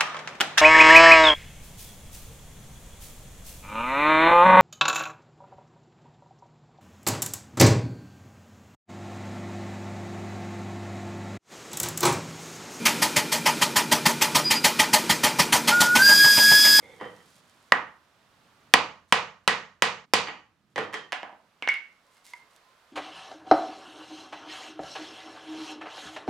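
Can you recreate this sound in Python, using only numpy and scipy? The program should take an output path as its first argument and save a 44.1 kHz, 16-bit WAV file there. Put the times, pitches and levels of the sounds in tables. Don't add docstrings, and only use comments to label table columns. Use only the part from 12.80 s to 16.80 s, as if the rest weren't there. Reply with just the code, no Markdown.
import sys
import numpy as np
from scipy import signal
from scipy.fft import rfft, irfft, next_fast_len
from scipy.io import wavfile
from scipy.ndimage import uniform_filter1d, map_coordinates

SR = 44100
rng = np.random.default_rng(int(sys.argv[2]) if len(sys.argv) > 2 else 0)


def materialize(psi):
    bounded = np.clip(np.atleast_2d(psi).T, -1, 1)
    quanta = np.round(bounded * 32767).astype(np.int16)
    wavfile.write(sys.argv[1], SR, quanta)


N = 176400

# (frequency [Hz], density [dB per Hz])
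RUMBLE_COLOUR = [(30, -45), (60, -25), (100, -20.5), (150, -2), (220, -6.5), (320, -3.5), (410, -7.5),
                 (520, -11), (700, -30), (1200, -80)]
# (frequency [Hz], width [Hz], level [dB])
IRON_RINGS = [(232.2, 7.1, -41.5), (308, 12, -48), (456, 37, -54.5), (928, 74, -48.5), (1410, 210, -48),
              (2410, 110, -46)]
# (frequency [Hz], density [dB per Hz])
LEAK_COLOUR = [(100, -24), (450, -1.5), (700, 0), (2000, 0), (5000, -2), (9000, -7), (15000, -16.5)]
# (time [s], level [dB], attack [s], treble tilt [dB per octave],
# exhale against the blast [dB], rasp in the upper mids [dB])
EXHAUST_BEATS = [(0.052, -17.5, 0.008, 0.7, -2.5, 8), (0.216, -15.5, 0.011, 0, -4.5, 0),
                 (.359, -18, 0.0076, 0, -3, 3.5), (.516, -20.5, 0.013, 1, -1, 1.5),
                 (0.655, -16.5, 0.0095, -0.9, -2, 3.5), (0.812, -16.5, 0.0083, -0.5, -5, 1),
                 (0.956, -16, 0.012, 0.2, -1.5, 2.5), (1.112, -15.5, .011, -0.5, -3, -0.5),
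                 (1.253, -17, 0.0076, 0, 0, -1), (1.410, -15.5, 0.013, 0.3, -4, 0.5),
                 (1.546, -15, 0.0087, -0.4, -2.5, -1), (1.701, -17.5, .012, 0.5, -2, 2.5),
                 (1.839, -16.5, 0.0075, 0.5, -0.5, 2), (1.988, -15.5, 0.012, -0.5, -3, 2.5),
                 (2.129, -14.5, 0.0094, .5, -3, -0.5), (2.292, -15.5, 0.0093, -0.1, -4.5, 0.5),
                 (2.432, -16, 0.0089, -0.3, -0.5, 1), (2.584, -13.5, 0.016, -0.5, -4.5, 0),
                 (2.722, -14.5, 0.0072, 0, -0.5, -0.5), (2.872, -14, 0.013, -0.5, -2.5, 1),
                 (3.002, -15, .007, 0.04, -1.5, -4), (3.149, -16, 0.0091, 0, -3.5, 2),
                 (3.285, -18, 0.0087, 0, -1.5, -3.5), (3.439, -19, 0.0071, -2.5, -4, -2),
                 (3.567, -19, 0.0082, -2, -1.5, 2), (3.707, -18, 0.0088, -4, -5, 1),
                 (3.843, -16, 0.0071, 0, -6.5, 0), (3.984, -16.5, 0.0084, -1, -3, -2)]
# (frequency [Hz], density [dB per Hz])
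BLAST_COLOUR = [(60, -39), (130, -4), (250, 0.5), (450, -23), (700, -8), (1500, -7), (1900, 1), (2700, -2),
                (3300, 0), (3800, -2), (4400, -1), (7000, -4.5), (10000, -8), (15000, -12.5)]
# (frequency [Hz], density [dB per Hz])
EXHALE_COLOUR = [(60, -37), (200, -5), (450, -5), (900, -1), (1500, -1.5), (2000, 0), (3500, -3.5),
                 (5000, -1.5), (9000, -8), (15000, -14)]
# (frequency [Hz], width [Hz], boost [dB])
CHIMNEY_MODES = [(600, 57, 12.5), (861, 83, 13.5), (973, 93, 10.5), (1238, 51, 10), (1660, 72, -2.5),
                 (1817, 70, 5), (1990, 150, 3), (2520, 84, 2), (2620, 80, -4), (2950, 80, -3),
                 (3120, 370, 3.5), (3510, 82, -5), (3950, 120, -5.5), (4310, 400, 0.5)]
# (frequency [Hz], 60 dB decay [s], level against the blast [dB])
THUMP_MODES = [(78, 0.13, -19), (136.7, 0.058, -15)]
# (time [s], pitch [Hz], level [dB])
CHIRP_CURVE = [(1.632, 4900, -49), (1.657, 4915, -23.5), (1.685, 4898, -23.5), (1.705, 4870, -31),
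               (1.745, 4910, -37), (1.768, 4878, -25), (1.8, 4860, -34), (1.815, 4875, -58),
               (1.835, 4890, -35), (1.86, 4890, -55)]
# (time [s], pitch [Hz])
WHISTLE_PITCH = [(2.908, 1344), (2.932, 1425), (2.96, 1438), (3.06, 1436), (3.14, 1450), (3.2, 1540),
                 (3.25, 1608), (3.32, 1631), (3.41, 1648), (3.65, 1654), (3.77, 1674), (3.845, 1679),
                 (3.9, 1661), (4, 1674)]
# (time [s], level [dB])
FIRST_LEVEL = [(2.895, -70), (2.915, -25), (2.94, -18.5), (3.0, -19), (3.04, -24), (3.14, -18), (3.18, -25),
               (3.2, -17), (3.26, -14), (3.335, -10.5), (3.37, -23), (3.405, -11.5), (3.51, -12),
               (3.575, -24.5), (3.625, -13.5), (3.76, -9.5), (3.825, -22.5), (3.865, -13), (3.9, -18),
               (3.955, -13), (4, -18.5)]
# (time [s], level [dB])
SECOND_LEVEL = [(3.15, -62), (3.3, -34), (3.4, -26), (3.58, -26.5), (3.72, -22.5), (3.84, -18),
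                (3.9, -23.5), (4, -20)]
# (time [s], level [dB])
THIRD_LEVEL = [(3.18, -60), (3.225, -25.5), (3.26, -15.5), (3.35, -14.5), (3.6, -15), (3.74, -13.5),
               (3.85, -11.5), (4, -11)]
# (time [s], level [dB])
JET_LEVEL = [(2.88, -70), (2.93, -38), (3.13, -37.5), (3.2, -26), (3.28, -20), (3.6, -17), (4, -14.5)]
# (frequency [Hz], density [dB per Hz])
JET_SPECTRUM = [(300, -15.5), (1000, -12.5), (1500, -2.5), (2000, -8), (2400, -3), (3100, -9.5),
                (3600, -0.5), (4250, -6.5), (4700, 4), (5300, 2.5), (6200, -1.5), (6650, -2), (7100, -0.5),
                (9000, -3), (12000, -1.5), (15000, -4.5)]

RUMBLE_DB, LEAK_DB = -38, -37.5
HOLD_S, FALL_DB_PER_S = 0.017, 640
TAIL_DB_PER_S, CLOSE_S, CLOSE_DB_PER_S = 110.5, 0.044, 156
TILT_PIVOT_HZ = 2000
RASP_HZ, RASP_WIDTH_HZ = 2530, 990
FOURTH_DB, SKIRT_DB = -21.5, -9
SKIRT_HZ, SKIRT_WIDTH_HZ = 4810, 270
BREAK_AT_S, BREAK_S, BREAK_DB = 3.23, .06, 2
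AGC_DB, AGC_SLOPE, AGC_S = -18.5, 0.57, 0.31
LOW_CUT_HZ, TOP_HZ = 68, 15400


def amp(db):
    return 10 ** (np.asarray(db) / 20)


def unit(x):
    return x / np.sqrt(np.mean(x ** 2) + 1e-20)


def along(points, hz):
    f, value = np.transpose(points)
    return np.interp(np.log(hz + 1), np.log(f + 1), value)


def curves(rows):
    s, *columns = np.transpose(rows)
    return [np.interp(np.arange(N) / SR, s, column) for column in columns]


def level(rows):
    started = np.arange(N) / SR > rows[0][0]
    return amp(curves(rows)[-1]) * started


def wobble(rate):
    knots = rng.standard_normal(int(N * rate / SR) + 4)
    return map_coordinates(knots, [np.arange(N) * rate / SR])


def filtered(x, response):
    size = next_fast_len(N + SR // 2)
    hz = np.fft.rfftfreq(size, 1 / SR)
    return irfft(rfft(x, size) * response(hz), size)[:N]


def bell(hz, centre, width):
    return 1 / (1 + (2 * (hz - centre) / width) ** 2)


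def noise(colour_db):
    return unit(filtered(rng.standard_normal(N), lambda hz: amp(colour_db(hz))))


def band(centre, width):
    return unit(filtered(rng.standard_normal(N), lambda hz: bell(hz, centre, width)))


def patchy(x, depth_db):
    spectrum = signal.stft(x, nperseg=256)[2]
    field = rng.standard_normal(spectrum.shape)
    field = uniform_filter1d(field, size=4, axis=0)
    field = uniform_filter1d(field, size=8, axis=1)
    return unit(signal.istft(spectrum * amp(depth_db * unit(field)), nperseg=256)[1][:N])


def running_gear():
    bumps_db = .8 * wobble(30)
    rumble = amp(RUMBLE_DB + bumps_db) * noise(lambda hz: along(RUMBLE_COLOUR, hz))
    iron = sum(amp(db) * band(hz, width) for hz, width, db in IRON_RINGS)
    leak_db = LEAK_DB + 1.5 * wobble(12.96)
    leak = amp(leak_db) * noise(lambda hz: along(LEAK_COLOUR, hz))
    return rumble + iron + leak


def chimney_db(hz):
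    return sum(db * bell(hz, centre, width) for centre, width, db in CHIMNEY_MODES)


def exhaust(turbulence_db=2.5, sputter_db=1.0):
    out = np.zeros(N + SR)
    t = np.arange(SR // 3) / SR
    blast = patchy(noise(lambda hz: along(BLAST_COLOUR, hz) + chimney_db(hz)), depth_db=turbulence_db)
    blast = blast * amp(sputter_db * wobble(300))
    exhale = patchy(noise(lambda hz: along(EXHALE_COLOUR, hz) + chimney_db(hz)), depth_db=2.0)
    exhale = exhale * amp(0.41 * wobble(90))
    blast_shape = amp(-FALL_DB_PER_S * np.maximum(t - HOLD_S, 0))
    exhale_shape = amp(-TAIL_DB_PER_S * t - CLOSE_DB_PER_S * np.maximum(t - CLOSE_S, 0))
    thump = sum(amp(db - 60 * t / t60) * np.sin(2 * np.pi * hz * t) for hz, t60, db in THUMP_MODES)
    f = np.fft.rfftfreq(len(t), 1 / SR)
    octaves = np.log2(np.maximum(f / TILT_PIVOT_HZ, 1 / 4))
    for s, db, attack, tilt_db, exhale_db, rasp_db in EXHAUST_BEATS:
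        at = round(s * SR) + np.arange(len(t))
        steam = blast[at % N] * blast_shape
        steam = steam + amp(exhale_db) * exhale[at % N] * exhale_shape
        tone_db = tilt_db * octaves + rasp_db * bell(f, RASP_HZ, RASP_WIDTH_HZ)
        steam = irfft(rfft(steam) * amp(tone_db), len(t))
        gate = np.clip(np.minimum(t, t[-1] - t) / attack, 0, 1)
        out[at] += amp(db) * gate * (steam + thump)
    return out[:N]


def chirp():
    hz, _ = curves(CHIRP_CURVE)
    tone = np.sqrt(2) * np.sin(2 * np.pi * np.cumsum(hz) / SR)
    before_end = np.arange(N) / SR < CHIRP_CURVE[-1][0]
    return level(CHIRP_CURVE) * tone * before_end


def whistle(jitter=.0012, flutter_db=1.0, low_flutter_db=0.75):
    hz, = curves(WHISTLE_PITCH)
    phase = 2 * np.pi * np.cumsum(hz * (1 + jitter * wobble(250))) / SR

    def tone(order, rough_db):
        return np.sqrt(2) * np.sin(order * phase) * amp(rough_db * wobble(220))

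    break_db = BREAK_DB * np.exp(-((np.arange(N) / SR - BREAK_AT_S) / BREAK_S) ** 2)
    first = tone(order=1, rough_db=low_flutter_db + break_db)
    second = tone(order=2, rough_db=flutter_db)
    third = tone(order=3, rough_db=flutter_db)
    fourth = amp(FOURTH_DB) * tone(order=4, rough_db=flutter_db)
    skirt = amp(SKIRT_DB) * band(SKIRT_HZ, SKIRT_WIDTH_HZ)
    overblown = third + fourth + skirt
    jet = patchy(noise(lambda f: along(JET_SPECTRUM, f)), depth_db=1.4)
    low = level(FIRST_LEVEL) * first + level(SECOND_LEVEL) * second
    return low + level(THIRD_LEVEL) * overblown + level(JET_LEVEL) * jet


def scene():
    engine = running_gear() + exhaust()
    return np.tile(engine + chirp() + whistle(), (2, 1))


def record(dry):
    keep = np.exp(-1 / (AGC_S * SR))
    power = signal.lfilter([1 - keep], [1, -keep], dry[0] ** 2)
    heard_db = 10 * np.log10(power + 1e-12)
    gain = amp(-AGC_SLOPE * np.maximum(heard_db - AGC_DB, 0))
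    low_cut = signal.butter(4, LOW_CUT_HZ, "high", fs=SR, output="sos")
    return np.array([filtered(signal.sosfilt(low_cut, x * gain), lambda hz: hz < TOP_HZ) for x in dry])


dry = scene()
out = record(dry)
materialize(out)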